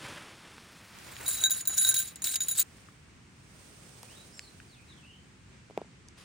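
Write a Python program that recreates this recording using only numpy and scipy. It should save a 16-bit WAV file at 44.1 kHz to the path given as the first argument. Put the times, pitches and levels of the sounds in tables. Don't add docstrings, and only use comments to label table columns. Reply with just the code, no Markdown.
import sys
import numpy as np
from scipy import signal
from scipy.fft import rfft, irfft, next_fast_len
from scipy.io import wavfile
from scipy.ndimage import uniform_filter1d, map_coordinates

SR = 44100
rng = np.random.default_rng(int(sys.argv[2]) if len(sys.argv) > 2 else 0)


def file_out(sig):
    cols = np.atleast_2d(sig).T
    lim = np.clip(cols, -1, 1)
    pcm = np.round(lim * 32767).astype(np.int16)
    wavfile.write(sys.argv[1], SR, pcm)


N = 275184

# peak_s, level_db, rise_s, fall_s
BAG_TUGS = [(1.25, -46.5, 0.63, 0.59), (1.41, -48.5, 0.11, 0.17), (1.7, -50, 0.099, 0.25),
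            (1.87, -50.5, 0.07, 0.3), (2.25, -55, 0.28, 0.68), (2.6, -58, 0.58, 0.12)]
# start_s, ring_db, favoured_hz (excited most), crack_db
PEG_STRIKES = [(1.262, -33, 6000, -39), (1.279, -22, 10800, -47), (1.438, -12.5, 4700, -25.5),
               (1.457, -20, 3940, -48.5), (1.498, -40, 10000, -35), (1.506, -20.5, 13200, -35.5),
               (1.515, -21, 7500, -42), (1.608, -38, 8150, -34), (1.654, -40, 5000, -36),
               (1.6736, -16.5, 13500, -33), (1.7802, -25, 7380, -26), (1.833, -30, 7060, -38),
               (1.848, -19.5, 4000, -25.5), (1.8888, -13.5, 9800, -26), (1.942, -23, 12070, -24),
               (2.158, -46, 7000, -36), (2.22, -30.5, 8400, -36.5), (2.2418, -30, 8000, -22),
               (2.27, -29, 13800, -27.5), (2.357, -29.5, 6960, -17.5), (2.405, -23, 7000, -32.5),
               (2.417, -30.5, 7530, -30), (2.484, -21, 10970, -32.5), (2.512, -22.5, 9930, -37.5),
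               (2.595, -12.5, 14500, -21.5)]


def amp(db):
    return 10 ** (np.asarray(db) / 20)


def unit(x):
    return x / np.sqrt(np.mean(x ** 2) + 1e-20)


def along(points, hz):
    point_hz, values = np.transpose(points)
    return np.interp(np.log(hz + 1), np.log(point_hz + 1), values)


def clock(n):
    return np.arange(n) / SR


def wobble(rate, n):
    return map_coordinates(rng.standard_normal(int(n * rate / SR) + 4), [clock(n) * rate])


def filtered(x, response):
    n = x.shape[-1]
    padded = next_fast_len(n + 8192)
    return irfft(rfft(x, padded) * response(np.fft.rfftfreq(padded, 1 / SR)), padded)[..., :n]


def add(track, start_s, sound):
    part = track[..., max(round(start_s * SR), 0):][..., :sound.shape[-1]]
    part += sound[..., :part.shape[-1]]


def spread(pair, spectrum, likeness):
    def response(hz):
        angle = np.arccos(np.clip(along(likeness, hz), -1, 1)) / 2
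        return unit(amp(along(spectrum, hz))) * np.array([np.cos(angle), np.sin(angle)])
    mid, side = filtered(pair, response)
    return np.array([mid + side, mid - side])


def grainy(rate, depth_db):
    return unit(rng.standard_normal((2, N)) * amp(depth_db * wobble(rate, N)))


def patchy(x, depth_db):
    bins = signal.stft(x, nperseg=256)[2]
    field = rng.standard_normal(bins.shape[1:])
    field = uniform_filter1d(uniform_filter1d(field, size=4, axis=0), size=4, axis=1)
    return signal.istft(bins * amp(depth_db * unit(field)), nperseg=256)[1][:, :N]


def swells(rows):
    t = clock(N)
    power = sum(amp(db - 20 * np.maximum((s - t) / rise, (t - s) / fall)) ** 2
                for s, db, rise, fall in rows)
    return np.sqrt(power)


def close_miked(x):
    # frequency_hz, left_lead_rad
    port_phase = [(300, -4), (900, 0.76), (2500, -0.5), (5800, 0.1), (6900, -1), (8200, 1.5), (10200, -3),
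                  (12000, -6.5), (13800, -10), (15700, -12.5)]
    return filtered(x, lambda hz: np.exp(.5j * along(port_phase, hz) * np.array([[1], [-1]])))


def valley():
    # frequency_hz, density_db
    rumble_colour = [(20, -43), (32, -30), (50, 7.5), (68, 10), (130, 10), (190, -8.5), (320, -51)]
    hush_colour = [(60, -36), (130, -0.5), (190, 0), (400, -10), (600, -18.5), (850, -16), (1500, -15),
                   (2300, -14.5), (3600, -21.5), (8700, -24.5), (11000, -52), (15500, -62)]
    # frequency_hz, correlation
    hush_likeness = [(150, 0.92), (300, 0.76), (700, 0.06), (2000, 0.1), (8000, 0.16)]
    air_db, full_at_s, rise_db_per_s = -60, 1.9, 6.5
    air = amp(air_db - rise_db_per_s * np.maximum(full_at_s - clock(N), 0))
    draught = amp(-8.5) * swells(BAG_TUGS)
    rumble = spread(grainy(rate=11, depth_db=0.5), rumble_colour, [(60, 1.0), (200, 0.73)])
    hush = amp(-57.5) * spread(grainy(rate=9, depth_db=-0.7), hush_colour, hush_likeness)
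    return np.hypot(air, draught) * rumble + hush


def fabric():
    # peak_s, body_db, hiss_db, rise_s, fall_s
    sweeps = [(0.05, -42.5, -45.5, 0.23, 0.54), (0.56, -57.5, -56, 0.77, 1.22),
              (1.08, -71, -53, 0.99, 0.37), (6.18, -64, -55, 0.015, 0.5)]
    # peak_s, level_db, rise_s, fall_s
    handling = [(2.78, -61, 0.87, 0.46), (3.62, -57.5, 0.39, 2.1), (4.1, -55, 0.78, 1.1)]
    # frequency_hz, density_db
    body_colour = [(40, -45.5), (80, -0.5), (140, 1), (215, -10.5), (308, 0), (411, -5.5), (441, -5.5),
                   (852, -7), (1280, -3), (3500, -9.5), (4550, -35.5), (7700, -120)]
    hiss_colour = [(1530, -3), (2600, -2.5), (5520, -4.5), (6090, -8.5), (9990, -9), (12400, -22),
                   (14600, -21.5), (16000, -21.5)]
    nylon_colour = [(240, -9), (400, 2), (964, -5.5), (1560, -7.5), (7280, -10), (8760, -2), (10500, -15),
                    (12700, -20), (13700, -38.5), (14400, -16.5), (16000, -15)]
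    # frequency_hz, left_over_right_db
    nylon_pan = [(300, 2), (1500, -6), (4000, -4.5), (5800, -11.5), (7300, -7), (9000, 0), (15000, 0)]
    body_gain = swells([(s, db, rise, fall) for s, db, _, rise, fall in sweeps])
    hiss_gain = swells([(s, db, rise, fall) for s, _, db, rise, fall in sweeps])
    body = body_gain * spread(grainy(rate=50, depth_db=2.6), body_colour, [(1000, 0.32)])
    hiss = hiss_gain * spread(grainy(rate=180, depth_db=1.2), hiss_colour, [(1000, 0.51)])
    nylon_likeness = [(1000, 0.262), (7000, 0.24), (10000, 0.26)]
    nylon = swells(handling) * spread(grainy(rate=66, depth_db=1.0), nylon_colour, nylon_likeness)
    return body + hiss + filtered(nylon, lambda hz: amp(along(nylon_pan, hz) * np.array([[.5], [-.5]])))


def ticks():
    # start_s, peak_db, centre_hz, half_width_octaves
    snaps = [(0.581, -37, 500, 2), (0.987, -36, 2500, 2.1), (1.166, -30.5, 2590, 0.6),
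             (2.783, -45, 1730, 0.78), (2.886, -42.5, 1290, 0.31), (4.031, -31, 6000, 1.6),
             (4.0324, -40, 700, 0.59), (4.3933, -23.5, 2800, 1.1), (4.601, -38, 1850, 0.46),
             (6.0856, -34, 5740, 0.32)]
    out, t = np.zeros((2, N)), clock(SR // 16)
    for start_s, peak_db, hz, octaves in snaps:
        t60_s = 0.011 * (1000 / hz) ** 0.47
        noise = rng.standard_normal(len(t)) + 0.76 * rng.standard_normal((2, len(t)))
        edges_hz = [hz / 2 ** octaves, min(hz * 2 ** octaves, SR / 4)]
        band = signal.butter(2, edges_hz, "bandpass", fs=SR, output="sos")
        snap = signal.sosfilt(band, noise * amp(-60 * t / t60_s))
        add(out, start_s, amp(peak_db) * snap / np.abs(snap).max())
    return out


def bag():
    # frequency_hz, density_db
    cloth_colour = [(120, -29), (300, 1.5), (600, -2.5), (1200, 0.5), (2400, -1.5), (4000, -15),
                    (8000, -13.5)]
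    likeness = [(200, 0.33), (800, 0.39), (2500, 0.99)]
    rustle = swells(BAG_TUGS) * spread(grainy(rate=100, depth_db=3.0), cloth_colour, likeness)
    return close_miked(rustle) * amp([[-1], [1]])


def peg_friction():
    # start_s, end_s, first_db, last_db, ring_over_friction_db
    strokes = [(1.03, 1.26, -63.5, -49.5, 6.5), (1.256, 1.468, -40.5, -39.5, 10.5),
               (1.496, 1.62, -42.5, -44, 6.5), (1.686, 1.779, -45.5, -42.5, 10),
               (1.762, 1.925, -38, -37.5, 10.5), (1.948, 2.005, -32.5, -33.5, 10.5),
               (1.999, 2.121, -41, -53, 6), (2.245, 2.348, -35, -39, 6), (2.401, 2.553, -47.5, -48, 3),
               (2.55, 2.598, -36.5, -30.5, 0.5), (2.597, 2.64, -21.5, -42, -2)]
    forces = np.zeros((2, N))
    for start_s, end_s, first_db, last_db, ring_db in strokes:
        stroke = amp(np.linspace(first_db, last_db, max(round((end_s - start_s) * SR), 2)))
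        add(forces, start_s, np.array([stroke, stroke * amp(ring_db)]))
    lag = np.exp(-1 / (.004 * SR))
    chatter = unit(amp(2.85 * wobble(90, N)))
    return signal.lfilter([1 - lag], [1, -lag], forces) * chatter


def peg_scrape(friction):
    # frequency_hz, density_db
    grit_colour = [(2500, -45.5), (4200, -11.5), (6000, -9.5), (7500, 0), (8300, -1), (8720, 5.5),
                   (9300, -7), (10000, -6), (10800, -1.5), (11700, -9), (12700, -15), (14500, -12.5),
                   (15300, -1), (16300, -40.5)]
    rasp_colour = [(400, -8), (900, -18.5), (1600, 0.5), (2400, 0), (4200, 6.5), (5500, -2.5), (8000, -16)]
    # frequency_hz, correlation
    likeness = [(900, 0.4), (2700, 1), (4200, 1), (5400, 0.31), (7300, 0.2), (8500, .85), (15000, 0.93)]
    cracks, t, crack_t60_s = np.zeros(N), clock(SR // 16), 0.03
    for start_s, _, _, crack_db in PEG_STRIKES:
        add(cracks, start_s, amp(crack_db - 60 * t / crack_t60_s))
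    force = np.hypot(amp(-1.0) * friction, cracks)
    grit = spread(patchy(grainy(rate=1500, depth_db=3.0), depth_db=4.5), grit_colour, likeness)
    rasp = spread(patchy(grainy(rate=580, depth_db=3.5), depth_db=2.5), rasp_colour, likeness)
    return force * grit + amp(-21.5) * force ** 0.66 * rasp


def peg_ring(drive):
    # pitch_hz, split_hz, t60_s, rubbed_db
    modes = [(1547.6, 19, 0.085, -22.5), (3884, 60, 0.1, -11.5), (6883, 80, 0.13, -8),
             (10800, 110, 0.11, -4), (15170, 91, 0.061, -12.5)]
    fall_db_per_octave = 10
    build_up = np.exp(-1 / (0.00044 * SR))
    out, n = np.zeros((2, N)), 3 * SR
    for hz, split_hz, t60_s, rubbed_db in modes:
        decay = amp(-60 / (t60_s * SR))
        pitch_hz = hz * (1 + 0.0048 * wobble(260, n))
        coupling = unit(amp(3.1 * wobble(34.81, n)))
        rub = amp(rubbed_db) * drive[:n] * coupling * np.sqrt(1 - decay ** 2)
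        angles = rng.uniform(0, 2 * np.pi, (len(PEG_STRIKES), 2))
        for plane in (-1, 1):
            push = rub * rng.standard_normal(n) + 0j
            for (start_s, ring_db, favoured_hz, _), (direction, phase) in zip(PEG_STRIKES, angles):
                blow = amp(ring_db - fall_db_per_octave * abs(np.log2(hz / favoured_hz)))
                plane_share = np.sqrt((1 + plane * np.cos(direction)) / 2)
                push[round(start_s * SR)] += blow * plane_share * np.exp(1j * phase)
            envelope = signal.lfilter([1 - build_up], np.poly([decay, build_up]), push)
            swing = envelope * np.exp(2j * np.pi * np.cumsum(pitch_hz + plane * split_hz / 2) / SR)
            out[:, :n] += np.real(swing * np.exp(.3j * plane * np.array([[1], [-1]])))
    return signal.sosfilt(signal.butter(3, 1200, "highpass", fs=SR, output="sos"), out)


def peg():
    grip_s, mute_t60_s = 2.628, 0.013
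    friction, drive = peg_friction()
    muting = amp(-60 * np.maximum(clock(N) - grip_s, 0) / mute_t60_s)
    return close_miked(muting * (peg_scrape(friction) + peg_ring(drive)))


def bird():
    # start_s, end_s, first_hz, middle_hz, last_hz, level_db
    notes = [(4.077, 4.165, 2460, 2970, 3620, -60), (4.154, 4.249, 3600, 3940, 4000, -58),
             (4.314, 4.403, 4600, 5520, 4460, -59), (4.33, 4.412, 7100, 7500, 7400, -59),
             (4.399, 4.5, 4800, 4250, 4150, -61), (4.678, 4.773, 4970, 4050, 2870, -61),
             (4.755, 4.836, 2710, 2420, 2510, -62), (4.881, 4.941, 3980, 3880, 3180, -57),
             (4.968, 5.005, 3470, 3250, 2920, -60), (5.022, 5.191, 2616, 2926, 3050, -56.5)]
    burr_hz, echo_db, echo_t60_s = 105, -1.5, 0.35
    song = np.zeros(N)
    for start_s, end_s, first_hz, middle_hz, last_hz, db in notes:
        n = max(round((end_s - start_s) * SR), 8)
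        progress = np.linspace(0, 1, n)
        glide_hz = np.polyval(np.polyfit([0, .5, 1], [first_hz, middle_hz, last_hz], 2), progress)
        pitch_hz = glide_hz + burr_hz * wobble(399, n)
        level = amp(db + 3.3 * wobble(85, n)) * np.sqrt(np.abs(np.sin(np.pi * progress)))
        add(song, start_s, level * np.sin(2 * np.pi * np.cumsum(pitch_hz) / SR))
    t = clock(SR // 2)
    trees = rng.standard_normal((2, len(t))) * amp(-60 * t / echo_t60_s)
    echo = signal.fftconvolve(song[None], trees / np.linalg.norm(trees[0]), axes=1)[:, :N]
    return song + amp(echo_db) * echo


def knocks():
    # start_s, thud_db, click_db
    contacts = [(5.699, -40, -57), (5.7083, -40, -52), (5.7759, -17.5, -34.5), (5.816, -28, -47.5),
                (5.846, -50, -60)]
    # pitch_hz, level_db, t60_s
    modes = [(191, -7.5, 0.063), (441, -7.5, 0.024), (614, 2, 0.0079), (830, -24, 0.0097)]
    rattle_db, rattle_t60_s, click_t60_s = -17, 0.13, 0.0075
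    thuds, clicks, t = np.zeros(N), np.zeros((2, N)), clock(SR // 8)
    body = sum(amp(db - 60 * t / t60_s) * np.sin(2 * np.pi * hz * t) for hz, db, t60_s in modes)
    for start_s, thud_db, click_db in contacts:
        rattle_gain = amp(rattle_db - 60 * t / rattle_t60_s + 4.2 * wobble(303, len(t)))
        add(thuds, start_s, amp(thud_db) * (body + rattle_gain * rng.standard_normal(len(t))))
        add(clicks, start_s, amp(click_db - 60 * t / click_t60_s) * rng.standard_normal((2, len(t))))
    thuds = signal.sosfilt(signal.butter(3, [270, 1150], "bandpass", fs=SR, output="sos"), thuds)
    right_lead_s = .0001
    thuds = filtered(thuds, lambda hz: np.exp(1j * np.pi * hz * right_lead_s * np.array([[-1], [1]])))
    click_colour = [(1300, -4.5), (2300, 1), (6000, -16), (10000, -16), (15000, -31)]
    return thuds + spread(clicks, click_colour, [(1000, 0.34)])


def scene():
    return peg() + bag() + fabric() + ticks() + knocks() + bird() + valley()


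def record(dry):
    opening_s, side_db, top_hz = [0.71, 0.96], [-44, 0], 16100
    mid = dry.mean(axis=0)
    image = mid + (dry - mid) * amp(np.interp(clock(N), opening_s, side_db))
    return filtered(image, lambda hz: 1 / (1 + (hz / top_hz) ** 90))


dry = scene()
out = record(dry)
file_out(out)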